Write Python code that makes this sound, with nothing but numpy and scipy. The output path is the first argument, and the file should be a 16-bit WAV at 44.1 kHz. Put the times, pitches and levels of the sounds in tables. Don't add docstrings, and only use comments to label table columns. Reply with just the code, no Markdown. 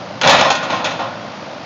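import sys
import numpy as np
from scipy import signal
from scipy.fft import rfft, irfft, next_fast_len
from scipy.io import wavfile
from scipy.ndimage import map_coordinates

SR = 44100
rng = np.random.default_rng(int(sys.argv[2]) if len(sys.argv) > 2 else 0)


def master(y):
    cut = np.clip(np.atleast_2d(y).T, -1, 1)
    pcm = np.round(cut * 32767)
    wavfile.write(sys.argv[1], SR, pcm.astype(np.int16))


N = 72765

# (time [s], timber boom [dB], bark crunch [dB], rise [s], t60 [s])
LOG_SHOVES = [(0.215, -17, -18, 0.0026, 0.091), (0.229, -13, -14.5, 0.0067, 1),
              (0.255, -14, -18.5, 0.015, 0.07), (0.283, -13, -11, 0.0024, 0.66),
              (0.32, -7.5, -13.5, 0.013, 0.21), (0.388, -13, -13.5, 0.0042, 0.35),
              (0.408, -15, -20, 0.0032, 0.22), (0.446, -14.5, -18, 0.002, 0.27),
              (0.506, -18.5, -22.5, 0.0023, 0.05), (0.624, -21, -34, 0.0029, 0.52),
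              (0.69, -20.5, -22.5, 0.015, 0.48), (0.718, -19, -25, 0.01, 0.33),
              (0.793, -22.5, -43.5, 0.0033, 1), (0.846, -21.5, -20.5, 0.00091, 0.46),
              (0.99, -19, -28.5, 0.0054, 0.37)]
# (frequency [Hz], level [dB per Hz])
TIMBER_SPECTRUM = [(25, -48), (65, -32.5), (120, -12), (260, -11), (320, -11.5), (410, -16), (530, -1.5),
                   (700, -2), (1100, -5), (1400, -5.5), (1700, -34), (3000, -22), (8000, -63)]
BARK_SPECTRUM = [(200, -41.5), (800, -6.5), (1800, -0.5), (2100, -3.5), (2600, -1), (3900, -4), (4600, -12),
                 (6600, -14.5), (8000, -39)]
THUD_SPECTRUM = [(20, -37), (45, -26.5), (70, -9.5), (130, -3), (220, -4), (400, -28), (1000, -74.5)]
# (time [s], level [dB], t60 [s])
CLANKS_AND_SNAPS = [(0.2136, -11, 0.039), (0.2743, -6.5, 0.059), (0.295, -10.5, 0.22),
                    (0.387, -14.5, 0.012), (0.4115, -11.5, 0.029), (0.5027, -11.5, 0.15),
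                    (0.551, -18.5, 0.12), (0.629, -27, 0.18), (0.8433, -18, 0.17), (0.907, -29, .15)]
# (frequency [Hz], level [dB per Hz])
BRIGHT_SPECTRUM = [(200, -34), (700, 7.5), (1800, -6.5), (3700, 0.5), (4600, -5), (5300, -5), (6700, -5.5),
                   (8000, -28)]
# (time [s], level [dB], pitch favoured by the point of contact [Hz])
LOG_KNOCKS = [(0.238, -16, 623), (0.26, -12, 910), (.281, -17.5, 540), (0.292, -18.5, 1010),
              (.326, -18, 1096), (.411, -16, 693), (.452, -13, 937), (0.504, -24, 580), (.703, -25.5, 648),
              (.732, -24, 1050), (0.88, -25.5, 900), (1.011, -22, 1080), (1.043, -27.5, 594)]
# (frequency [Hz], level [dB], t60 [s])
WOOD_MODES = [(541, 0, .24), (600, -3, .18), (660, -3, .17), (812, -5.5, .2), (965, -4, .18),
              (1048, 1, .36), (1087, -1, .3), (1205, -4, .26)]
STAKE_MODES = [(2342, -2, .2), (2490, -3, .3), (2678, 0, .3), (3228, -3, .26), (3370, -5, .25),
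               (3538, -1, .22), (4323, -1, .18), (4753, -5, .2), (6422, -5, .13), (6708, -6, .15)]
BUNK_MODES = [(1389, 0, .25), (1858, -2, .5), (1900, -2, .25)]
BEAM_MODES = [(1044, -4, .85), (1319, -4, .5), (1437, 0, 1.0), (1518, 0, .9)]
# (time [s], frequency [Hz], level [dB], t60 [s])
FITTING_PINGS = [(0.3, 1722, -19, .3), (0.42, 5313, -28, .4), (0.46, 1853, -26, .28),
                 (0.906, 4060, -33, .22), (1.111, 1480, -35, .3), (1.2, 3310, -39, .18)]
# (frequency [Hz], level [dB per Hz])
ENGINE_SPECTRUM = [(18, -93.5), (30, -60), (107, -5.5), (144, -6.5), (209, -3), (240, -7.5), (302, -5),
                   (418, -14), (577, -1), (960, -7.5), (1360, -10.5), (1920, -16), (4950, -21.5),
                   (6680, -31), (7500, -44.5), (9750, -87.5)]
# (frequency [Hz], level [dB])
ENGINE_TONES = [(116, -46), (170, -47), (203, -57.5), (266, -46), (586, -40)]
# (frequency [Hz], t60 [s])
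FOREST_DECAY = [(50, 0.16), (150, 4.9), (600, 0.87), (2500, 1.76), (7000, 0.36)]

GRAINS_PER_S, GRAIN_SPREAD_DB = 3600, 3.5
FRAME_T60_S, FRAME_DB = .16, -6
THUD_S, THUD_DB, THUD_RISE_S, THUD_T60_S = 0.228, -26.5, 0.033, 0.49
RATTLE_TO_RING, STAKE_DB = .65, -12
KNOCK_RISE_S, KNOCK_FALL_DB_PER_OCTAVE, MODE_SCATTER_DB = 0.0041, 11.5, 1.5
BUNK_DB, BEAM_S, BEAM_DB = -15.5, .504, -26.5
ENGINE_DB, FIRING_HZ, FIRING_DEPTH = -30, 57, 0.14
FOREST_DB, FOREST_DELAY_S = -16, 0.023
MIC_CEILING, MIC_EDGE_HZ, TOP_HZ = 1.13, 7250, 8010


def logs():
    boom = swell([(s, db, rise, t60) for s, db, _, rise, t60 in LOG_SHOVES])
    crush = swell([(s, db, rise, t60) for s, _, db, rise, t60 in LOG_SHOVES])
    direct = colour(boom * grains(), TIMBER_SPECTRUM) + colour(crush * grains(), BARK_SPECTRUM)
    frame = rng.standard_normal(N) * burst(0, rise=0.00026, t60=FRAME_T60_S)
    smeared = convolved(direct, frame)
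    thud = colour(amp(THUD_DB) * burst(THUD_S, THUD_RISE_S, THUD_T60_S) * grains(), THUD_SPECTRUM)
    return (direct + amp(FRAME_DB) * smeared) / np.hypot(1, amp(FRAME_DB)) + thud


def clanks_and_snaps(mode_count=64):
    t, out = np.arange(SR // 3) / SR, np.zeros(N)
    for s, db, t60 in CLANKS_AND_SNAPS:
        hz = rng.uniform(500, TOP_HZ, (mode_count, 1))
        phase = 2 * np.pi * rng.random((mode_count, 1))
        modes = amp(along(BRIGHT_SPECTRUM, hz)) * np.sin(2 * np.pi * hz * t + phase)
        ring = np.zeros(N)
        ring[round(s * SR):][:len(t)] = unit(modes.sum(0))
        rattle = unit(colour(grains(), BRIGHT_SPECTRUM))
        bright = (ring + RATTLE_TO_RING * rattle) / np.hypot(1, RATTLE_TO_RING)
        out += amp(db) * burst(s, rise=0.00025, t60=t60) * bright
    longest = max(t60 for _, _, t60 in CLANKS_AND_SNAPS)
    blows = [(s, db + STAKE_DB + 10 * np.log10(t60 / longest), .001) for s, db, t60 in CLANKS_AND_SNAPS]
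    return out + ringing(STAKE_MODES, blows)


def knocks():
    out = np.zeros(N)
    for hz, level, t60 in WOOD_MODES:
        blows = [(s, db - KNOCK_FALL_DB_PER_OCTAVE * abs(np.log2(hz / pitch)), KNOCK_RISE_S)
                 for s, db, pitch in LOG_KNOCKS]
        out += ringing([(hz, level, t60)], blows)
    return out


def bunks():
    fittings = sum(ringing([(hz, 0, t60)], [(s, db, .01)]) for s, hz, db, t60 in FITTING_PINGS)
    beam = ringing(BEAM_MODES, [(BEAM_S, BEAM_DB, KNOCK_RISE_S)])
    blows = [(s, db + BUNK_DB, rise) for s, db, _, rise, _ in LOG_SHOVES]
    return ringing(BUNK_MODES, blows) + beam + fittings


def engine():
    t = np.arange(N) / SR
    firing = 1 + FIRING_DEPTH * np.sin(2 * np.pi * FIRING_HZ * t + 1.06 * wobble(6.5))
    roar = unit(colour(rng.standard_normal(N) * firing, ENGINE_SPECTRUM)) * amp(0.22 * wobble(26.8))
    tones = sum(amp(db + 0.99 * wobble(4.9)) * np.sin(2 * np.pi * hz * t + 1.1 * wobble(6.9))
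                for hz, db in ENGINE_TONES)
    return amp(ENGINE_DB) * roar + tones


def forest(x):
    hz, t, noise = signal.stft(rng.standard_normal(N), SR, nperseg=256)
    decay = amp(-60 * t / along(FOREST_DECAY, hz)[:, None])
    tail = signal.istft(noise * decay, SR, nperseg=256)[1][:N]
    arrival = np.clip(np.arange(N) / SR / FOREST_DELAY_S - 1, 0, 1)
    return convolved(x, tail * arrival)


def ringing(modes, blows):
    t, out = np.arange(N) / SR, np.zeros(N)
    for hz, level, t60 in modes:
        scatter = MODE_SCATTER_DB * rng.standard_normal(len(blows))
        swing = swell([(s, db + offset, rise, t60) for (s, db, rise), offset in zip(blows, scatter)])
        wavering_gain = amp(level + 2.8 * wobble(24.1))
        out += wavering_gain * swing * np.sin(2 * np.pi * hz * t + 0.97 * wobble(17.82))
    return out


def grains():
    hit = rng.random(N) < GRAINS_PER_S / SR
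    polarity = np.sign(rng.standard_normal(N))
    size = amp(GRAIN_SPREAD_DB * np.clip(rng.standard_normal(N), -2, 2))
    return unit(hit * polarity * size)


def swell(bursts):
    return np.sqrt(sum((amp(db) * burst(s, rise, t60)) ** 2 for s, db, rise, t60 in bursts))


def burst(start, rise, t60):
    t = np.arange(N) / SR - start
    return np.clip(t / rise, 0, 1) * amp(-60 * np.maximum(t - rise, 0) / t60)


def wobble(rate):
    return map_coordinates(rng.standard_normal(1000), [np.arange(N) * rate / SR], mode="mirror")


def colour(x, spectrum, size=8192):
    cepstrum = irfft(np.log(amp(along(spectrum, np.fft.rfftfreq(size, 1 / SR)))))
    cepstrum[1:size // 2] *= 2
    cepstrum[size // 2 + 1:] = 0
    return convolved(x, irfft(np.exp(rfft(cepstrum))))


def convolved(x, impulse):
    return signal.fftconvolve(x, impulse / np.linalg.norm(impulse))[:N]


def along(points, hz):
    knots_hz, values = np.transpose(points)
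    return np.interp(np.log(hz + 1), np.log(knots_hz + 1), values)


def amp(db):
    return 10 ** (np.asarray(db) / 20)


def unit(x):
    return x / np.sqrt(np.mean(x ** 2) + 1e-20)


def scene():
    crash = logs() + knocks() + bunks() + clanks_and_snaps()
    return (crash + amp(FOREST_DB) * forest(crash) + engine())[None]


def record(dry, hardness=6):
    overloaded = dry[0] / (1 + np.abs(dry[0] / MIC_CEILING) ** hardness) ** (1 / hardness)
    size = next_fast_len(2 * N)
    hz = np.fft.rfftfreq(size, 1 / SR)
    passband = (hz < TOP_HZ) / np.sqrt(1 + (np.minimum(hz, TOP_HZ) / MIC_EDGE_HZ) ** 44)
    return irfft(rfft(overloaded, size) * passband, size)[None, :N]


dry = scene()
out = record(dry)
master(out)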